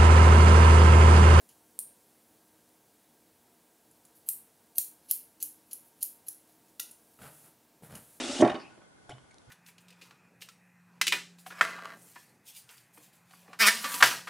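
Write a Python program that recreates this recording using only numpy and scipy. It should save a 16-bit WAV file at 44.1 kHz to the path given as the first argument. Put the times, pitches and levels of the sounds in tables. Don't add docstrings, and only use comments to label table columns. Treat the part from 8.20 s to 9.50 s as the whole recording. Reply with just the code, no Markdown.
import sys
import numpy as np
from scipy import signal
from scipy.fft import rfft, irfft
from scipy.io import wavfile
from scipy.ndimage import uniform_filter1d

SR = 44100
rng = np.random.default_rng(int(sys.argv[2]) if len(sys.argv) > 2 else 0)


def boost(x):
    u = np.asarray(x, float) / 20
    return 10 ** u


def put_to_file(sound):
    columns = np.atleast_2d(sound).T
    safe = np.clip(columns, -1, 1)
    whole_steps = np.round(safe * 32767)
    wavfile.write(sys.argv[1], SR, whole_steps.astype(np.int16))


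N = 57330
T = np.arange(N) / SR

# frequency in Hz, level in dB per Hz.
AIR_COLOUR = [(15, -58.5), (25, -15), (138, 5.5), (703, -2), (884, -2.5), (1230, -7), (1510, -7.5),
              (2390, -15.5), (11000, -18), (14300, -62), (22000, -120)]
# frequency in Hz, level in dB, width in Hz.
FAN_BANDS = [(1476, -73, 42), (2110, -81.5, 30), (3280, -84, 180)]
# frequency in Hz, t60 in seconds, level in dB.
ROOM_BANDS = [(149.6, 0.73, -27.5), (397, 0.65, -31), (1080, 0.39, -9), (2482, 0.53, -9.5),
              (5500, 0.45, -8), (9500, 0.45, -7)]
# start in seconds, boom in dB, deep thud in dB.
TABLE_PUSHES = [
    (0.222, -29.5, -76),
    (0.308, -57.5, -47),
    (0.892, -54, -61),
    (0.922, -45, -59),
    (1.03, -79, -60),
    (1.189, -74, -66),
    (1.269, -54, -59),
    (1.285, -53.5, -66),
]
# frequency in Hz, level in dB, t60 in seconds.
TABLE_BOOM = [(130, 0.0013, 0.2)]
# frequency in Hz, level in dB, t60 in seconds.
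TABLE_SWELL_MODES = [(116.4, -42.5, 0.08)]
# frequency in Hz, level in dB, t60 in seconds.
DEEP_THUD = [(45.74, -7, 0.12), (85, 1.5, .1)]
# start in seconds, peak in dB, pitch in Hz, t60 in seconds.
FINGER_TICKS = [(.361, -49, 4550, .1), (.783, -55.5, 1520, .029), (.893, -47, 3550, .018),
                (.8931, -35, 700, .012), (.8944, -40, 1400, .012), (.8945, -40, 720, .01),
                (.8952, -46, 5500, .012), (.8952, -46, 7330, .009), (.8954, -45, 10000, .012),
                (.8953, -48, 8600, .008), (.9, -34, 430, .0085), (.902, -49, 2200, .042),
                (.9826, -46, 1100, .006), (.9826, -48, 4200, .003), (.9827, -51, 2000, .0047),
                (.9832, -55, 3100, .019), (1.11, -55, 2234, .034), (1.11, -56, 6720, .016),
                (1.111, -58, 8600, .02), (1.113, -61, 4380, .02), (1.119, -57, 2170, .04),
                (1.1433, -46, 6200, .0017), (1.1434, -44, 4220, .0018), (1.1435, -46, 9300, .0016),
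                (1.144, -58, 690, .027), (1.183, -46, 3930, .007), (1.1835, -56, 10000, .0036),
                (1.1847, -45, 6000, .0026), (1.217, -62, 3600, .0081)]
# start in seconds, peak in dB, pitch in Hz, t60 in seconds.
LID_CLICKS = [(.2488, -38, 3680, .035), (.2495, -39, 3050, .03), (.2535, -45, 4550, .05),
              (.2762, -35, 5500, .008), (.2765, -38, 3300, .015), (.277, -44, 9700, .006),
              (.2772, -45, 7900, .005), (.2775, -48, 10900, .008), (.279, -36, 2450, .035),
              (.2965, -38, 3700, .04), (.3, -37, 2900, .025), (.302, -41, 5600, .008),
              (.316, -43, 3000, .03), (.317, -44, 4800, .006), (.343, -49, 6600, .005),
              (.348, -47, 4500, .025), (.352, -41, 3700, .05), (.353, -41, 2950, .04)]
# start in seconds, length in seconds, level in dB.
FINGER_RUBS = [
    (.8945, 0.031, -50.5),
    (1.3, 0.081, -66.5),
    (0.56, 0.164, -76.5),
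    (0.24, 0.039, -54),
    (0.35, 0.24, -62.5),
]
# frequency in Hz, level in dB per Hz.
RUB_COLOUR = [(180, -41), (300, -12), (437, -2), (698, 0), (1500, -9.5), (1620, -12), (3100, -19.5),
              (4010, -15.5), (11000, -23.5), (14300, -51.5), (22000, -120)]
# frequency in Hz, level in dB, t60 in seconds.
CARD_MODES = [(670, -36, .03), (2070, -45.5, 0.085), (3160, -36, 0.026)]
# start in seconds, length in seconds, first pitch in Hz, last pitch in Hz, level in dB.
SINGING_EDGES = [(0, .03, 2750, 2900, -47), (.022, .055, 3450, 3550, -45), (.075, .03, 3000, 2750, -49),
                 (.09, .07, 3900, 6300, -50), (.104, .02, 3700, 3700, -47), (.118, .03, 7600, 7900, -50),
                 (.133, .03, 3750, 3500, -47), (.155, .05, 2900, 3250, -47), (.202, .02, 3300, 3000, -41),
                 (.203, .02, 6500, 6100, -42), (.204, .018, 8600, 8800, -47), (.385, .06, 4550, 4550, -63),
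                 (.39, .045, 5150, 5150, -64), (.41, .08, 2600, 2580, -59), (.896, .03, 330, 300, -56),
                 (.901, .017, 2250, 2100, -57), (.906, .028, 3150, 3150, -56), (.916, .016, 720, 680, -51),
                 (.935, .008, 3600, 3600, -63)]
# start in seconds, level in dB, contact in ms, crack in dB.
LANDINGS = [(0.2215, -15, 0.5, -54), (0.2244, -19, 0.89, -60), (.2335, -37, 0.68, -61),
            (.2488, -25.5, 0.3, -48), (.261, -25.5, 0.49, -55), (0.2757, -39.5, 0.53, -29.5),
            (0.296, -35.5, 0.34, -30), (0.3064, -38.5, 1.46, -60), (.316, -43, 0.32, -38),
            (0.342, -36.5, 2.07, -38), (.352, -36.5, 0.4, -41.5), (0.3972, -54.5, .4, -45),
            (.575, -58, 0.73, -59), (.615, -59, 0.56, -58.5)]
# frequency in Hz, level in dB, t60 in seconds.
BODY_MODES = [(266, 2, 0.077), (301, -4, 0.068), (339.3, -2, 0.095), (511, -6, 0.058), (384.5, 2.5, 0.047),
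              (679, -7.5, 0.044), (600.5, 0.5, 0.051), (713, -13.5, 0.23), (783, -5, 0.1), (846, -13, 0.13),
              (930, -15.5, .07), (1100, -8, 0.071), (1338, -8.5, 0.036), (1830, -20, 0.11)]
# start in
# seconds, level in dB, contact in ms.
MOUTH_BUMPS = [
    (0.1959, -23, 0.82),
    (0.1982, -10, 2),
    (.2045, -22.5, 0.36),
    (0.207, -11.5, 0.6),
    (0.2102, -11, 1.3),
    (0.2234, -17, 0.45),
]
# frequency in Hz, level in dB, t60 in seconds.
HELD_MODES = [(270, 0, .022), (390, -8, .02), (620, -4, .022), (1100, -16, .02), (1800, -14, .015)]
# frequency in Hz, level in dB per Hz.
CRACK_COLOUR = [(600, 14), (1500, 18), (3500, 5), (6000, -8.5), (11000, -16)]
# frequency in Hz, level in dB, t60 in seconds.
LID_MODES = [(2640, -55.5, 0.1), (3000, -46.5, .05), (3700, -40, 0.049), (4780, -52, 0.06),
             (5730, -46.5, .03)]
# time in seconds, level in dB, sleeve drive in dB, brightness in dB.
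SLIDE_EFFORT = [
    (0, -36.5, -1, -7),
    (0.029, -40, 2, -0.5),
    (.06, -39, 3.5, 2.5),
    (0.109, -39, -1, 1),
    (0.15, -41.5, 4.5, 1.5),
    (0.193, -40, 1, 3),
    (0.211, -36, -8.5, -2.5),
    (0.2228, -35.5, -13.5, -4),
]
# frequency in Hz, level in dB per Hz.
HISS_COLOUR = [(410, -2), (700, 0.5), (832, 1), (1010, -8.5), (1320, -3.5), (1640, -6.5), (3560, -5),
               (7700, -8), (11000, -17.5), (14300, -73.5), (22000, -120)]
# frequency in Hz, level in dB, t60 in seconds.
SLEEVE_MODES = [(224, -13, .07), (269, 6.5, 0.098), (345, 1.5, 0.23), (351, 2.5, 0.068), (575, -3, 0.14),
                (583, 1.5, 0.022), (770, -27.5, .05), (1290, -11.5, 0.054)]
# frequency in Hz, level in dB, t60 in seconds.
EDGE_MODES = [(2973, 1, 0.011), (3500, -0.18, 0.015), (3770, 2, 0.013)]

RADIATE_HZ = 198
LEFT_RIGHT = np.array([[1], [-1]])


def unit(x):
    return x / np.sqrt(np.mean(x ** 2))


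def cut(x, hz, kind, order=2):
    return signal.sosfilt(signal.butter(order, hz, kind, fs=SR, output="sos"), x)


def colour(x, points):
    hz, db = np.array(points, float).T
    f = np.maximum(np.arange(N // 2 + 1) * SR / N, 1)
    low_fall_db = -24 * np.maximum(np.log2(hz[0] / f), 0)
    gain = boost(np.interp(np.log(f), np.log(hz), db) + low_fall_db)
    return unit(irfft(rfft(x) * gain, N))


def ring(x, modes):
    out = 0
    for k, (hz, db, t60) in enumerate(modes):
        pole = np.exp((2j * np.pi * hz - np.log(1000) / t60) / SR)
        tone = signal.lfilter([1], [1, -pole], x + 0j).imag
        out = out + (-1) ** k * boost(db) * tone
    return out


def push(at_s, length_s):
    u = np.clip((T - at_s) / length_s, 0, 1)
    return np.sin(np.pi * u) ** 2 * 2 / (length_s * SR)


def fade(at_s, t60):
    return (T >= at_s) * np.exp(-np.log(1000) * np.maximum(T - at_s, 0) / t60)


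def walk(rate):
    k = int(SR / rate)
    return unit(uniform_filter1d(uniform_filter1d(rng.standard_normal(N), k), k))


def grit(scatter_db):
    return rng.standard_normal(N) * boost(scatter_db * np.minimum(rng.exponential(size=N), 5))


def air():
    both = []
    for _ in range(2):
        x = boost(-63 + 0.79 * walk(5.4)) * colour(rng.standard_normal(N), AIR_COLOUR)
        for hz, db, width in FAN_BANDS:
            t60 = np.log(1000) / (np.pi * width)
            band = unit(ring(rng.standard_normal(N), [(hz, 0, t60)]))
            x = x + boost(db - 3 * walk(29)) * band
        both.append(x)
    side = signal.lfilter(*signal.butter(1, 60, "high", fs=SR), both[1])
    return both[0] + boost(0.5) * side * LEFT_RIGHT


def room(x):
    tail = np.zeros((2, N))
    for hz, t60, db in ROOM_BANDS:
        band = [(hz / 1.7, -9), (hz, 0), (hz * 1.7, -9), (hz * 4, -40)]
        shape = fade(0.0097, t60) * boost(db) / np.sqrt(SR * t60)
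        tail += [shape * colour(rng.standard_normal(N), band) for _ in range(2)]
    mid, side = signal.fftconvolve(x[None], tail, axes=1)[:, :N]
    return mid + boost(-6) * side * LEFT_RIGHT


def table():
    boom_force = sum(boost(db) * push(s, 0.0019) for s, db, _ in TABLE_PUSHES)
    thud_force = sum(boost(db) * push(s, .006) for s, _, db in TABLE_PUSHES)
    boom = ring(ring(boom_force, TABLE_SWELL_MODES), TABLE_BOOM)
    return cut(boom, 80, "high") + ring(thud_force, DEEP_THUD)


def fingers():
    rough = rng.standard_normal(N)
    ticks = 0
    for s, db, hz, t60 in FINGER_TICKS + LID_CLICKS:
        scrape = boost(-11) * fade(s, t60) * rough / np.sqrt(SR * t60 / 50)
        ticks = ticks + ring(push(s, .00007) + scrape, [(hz, db, t60)])
    drag = 0
    for s, length_s, db in FINGER_RUBS:
        u = np.clip((T - s) / length_s, 0, 1)
        drag = drag + boost(db) * np.minimum(12 * u, 1) * (1 - u ** 3)
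    grains = drag * grit(2.9) * boost(1.5 * walk(150))
    return ticks + ring(grains, CARD_MODES) + drag * colour(grit(2.0), RUB_COLOUR)


def singing():
    out = 0
    for s, length_s, from_hz, to_hz, db in SINGING_EDGES:
        u = np.clip((T - s) / length_s, 0, 1)
        phase = 2 * np.pi * np.cumsum(from_hz + (to_hz - from_hz) * u) / SR
        a, b = cut(rng.standard_normal((2, N)), .06 * from_hz + 10, "low")
        band = np.sin(np.pi * u) ** .6 * (a * np.cos(phase) + b * np.sin(phase))
        out = out + boost(db) * band / np.sqrt(np.sum(band ** 2) / (length_s * SR))
    return out


def knocks():
    force = sum(-boost(db) * push(s, ms / 1000) for s, db, ms, _ in LANDINGS)
    rattle_level = sum(boost(db) * fade(s, 0.099) for s, db, _, _ in LANDINGS)
    rattle = rattle_level * unit(cut(grit(0.91), 2000, "low", order=6))
    body = ring(force + boost(-40) * rattle, BODY_MODES) + boost(-11.5) * rattle
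    bump_force = sum(-boost(db) * push(s, ms / 1000) for s, db, ms in MOUTH_BUMPS)
    bumps = ring(bump_force, HELD_MODES)
    crack = 0
    for s, _, _, db in LANDINGS:
        rise = np.clip((T - s) / 0.0036, 0, 1)
        crack = crack + boost(db) * fade(s, 0.056) * rise
    crack = crack * colour(grit(1.8), CRACK_COLOUR)
    return cut(body + bumps, RADIATE_HZ, "high", order=3) + crack + ring(crack, LID_MODES)


def slide():
    s, db, drive_db, bright_db = np.array(SLIDE_EFFORT).T
    stop_s = 0.0009
    moving = np.clip((s[-1] - T) / stop_s, 0, 1)
    after = boost(-23) * fade(s[-1] - stop_s, .12)
    effort = boost(np.interp(T, s, db)) * (moving + after)
    hiss, edge = (colour(grit(1.5) * boost(1.2 * walk(90)), HISS_COLOUR) for _ in range(2))
    dull = cut(hiss, 4800, "low", order=1)
    bright = boost(np.interp(T, s, bright_db))
    edge_song = boost(-19.5) / bright ** 2 * unit(ring(hiss, EDGE_MODES))
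    hiss = dull + bright * (hiss - dull) + edge_song
    sleeve = ring(grit(5.6) * boost(7.0 * walk(82)), SLEEVE_MODES)
    sleeve = unit(cut(sleeve, RADIATE_HZ, "high", order=4))
    sleeve = boost(2 + np.interp(T, s, drive_db)) * sleeve
    rumble = boost(-21.5) * unit(cut(rng.standard_normal(N), 240, "low"))
    return effort * (hiss + sleeve + rumble), effort * boost(-11) * edge


def pan(x, db):
    return x * boost(np.array([[db / 2], [-db / 2]]))


def scene():
    drag, edge = slide()
    hits = knocks() + table()
    hand = fingers() + singing()
    near = pan(drag, 0) + edge * LEFT_RIGHT + pan(hits, -2) + pan(hand, 0.5)
    return near + room(drag + hits + hand) + air()


def band_limit(x):
    return signal.sosfilt(signal.butter(12, 11440, fs=SR, output="sos"), x)


def record(dry):
    top = signal.sosfilt(signal.ellip(10, .3, 45, 11150, fs=SR, output="sos"), dry)
    return band_limit(top)


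dry = scene()
out = record(dry)
put_to_file(out)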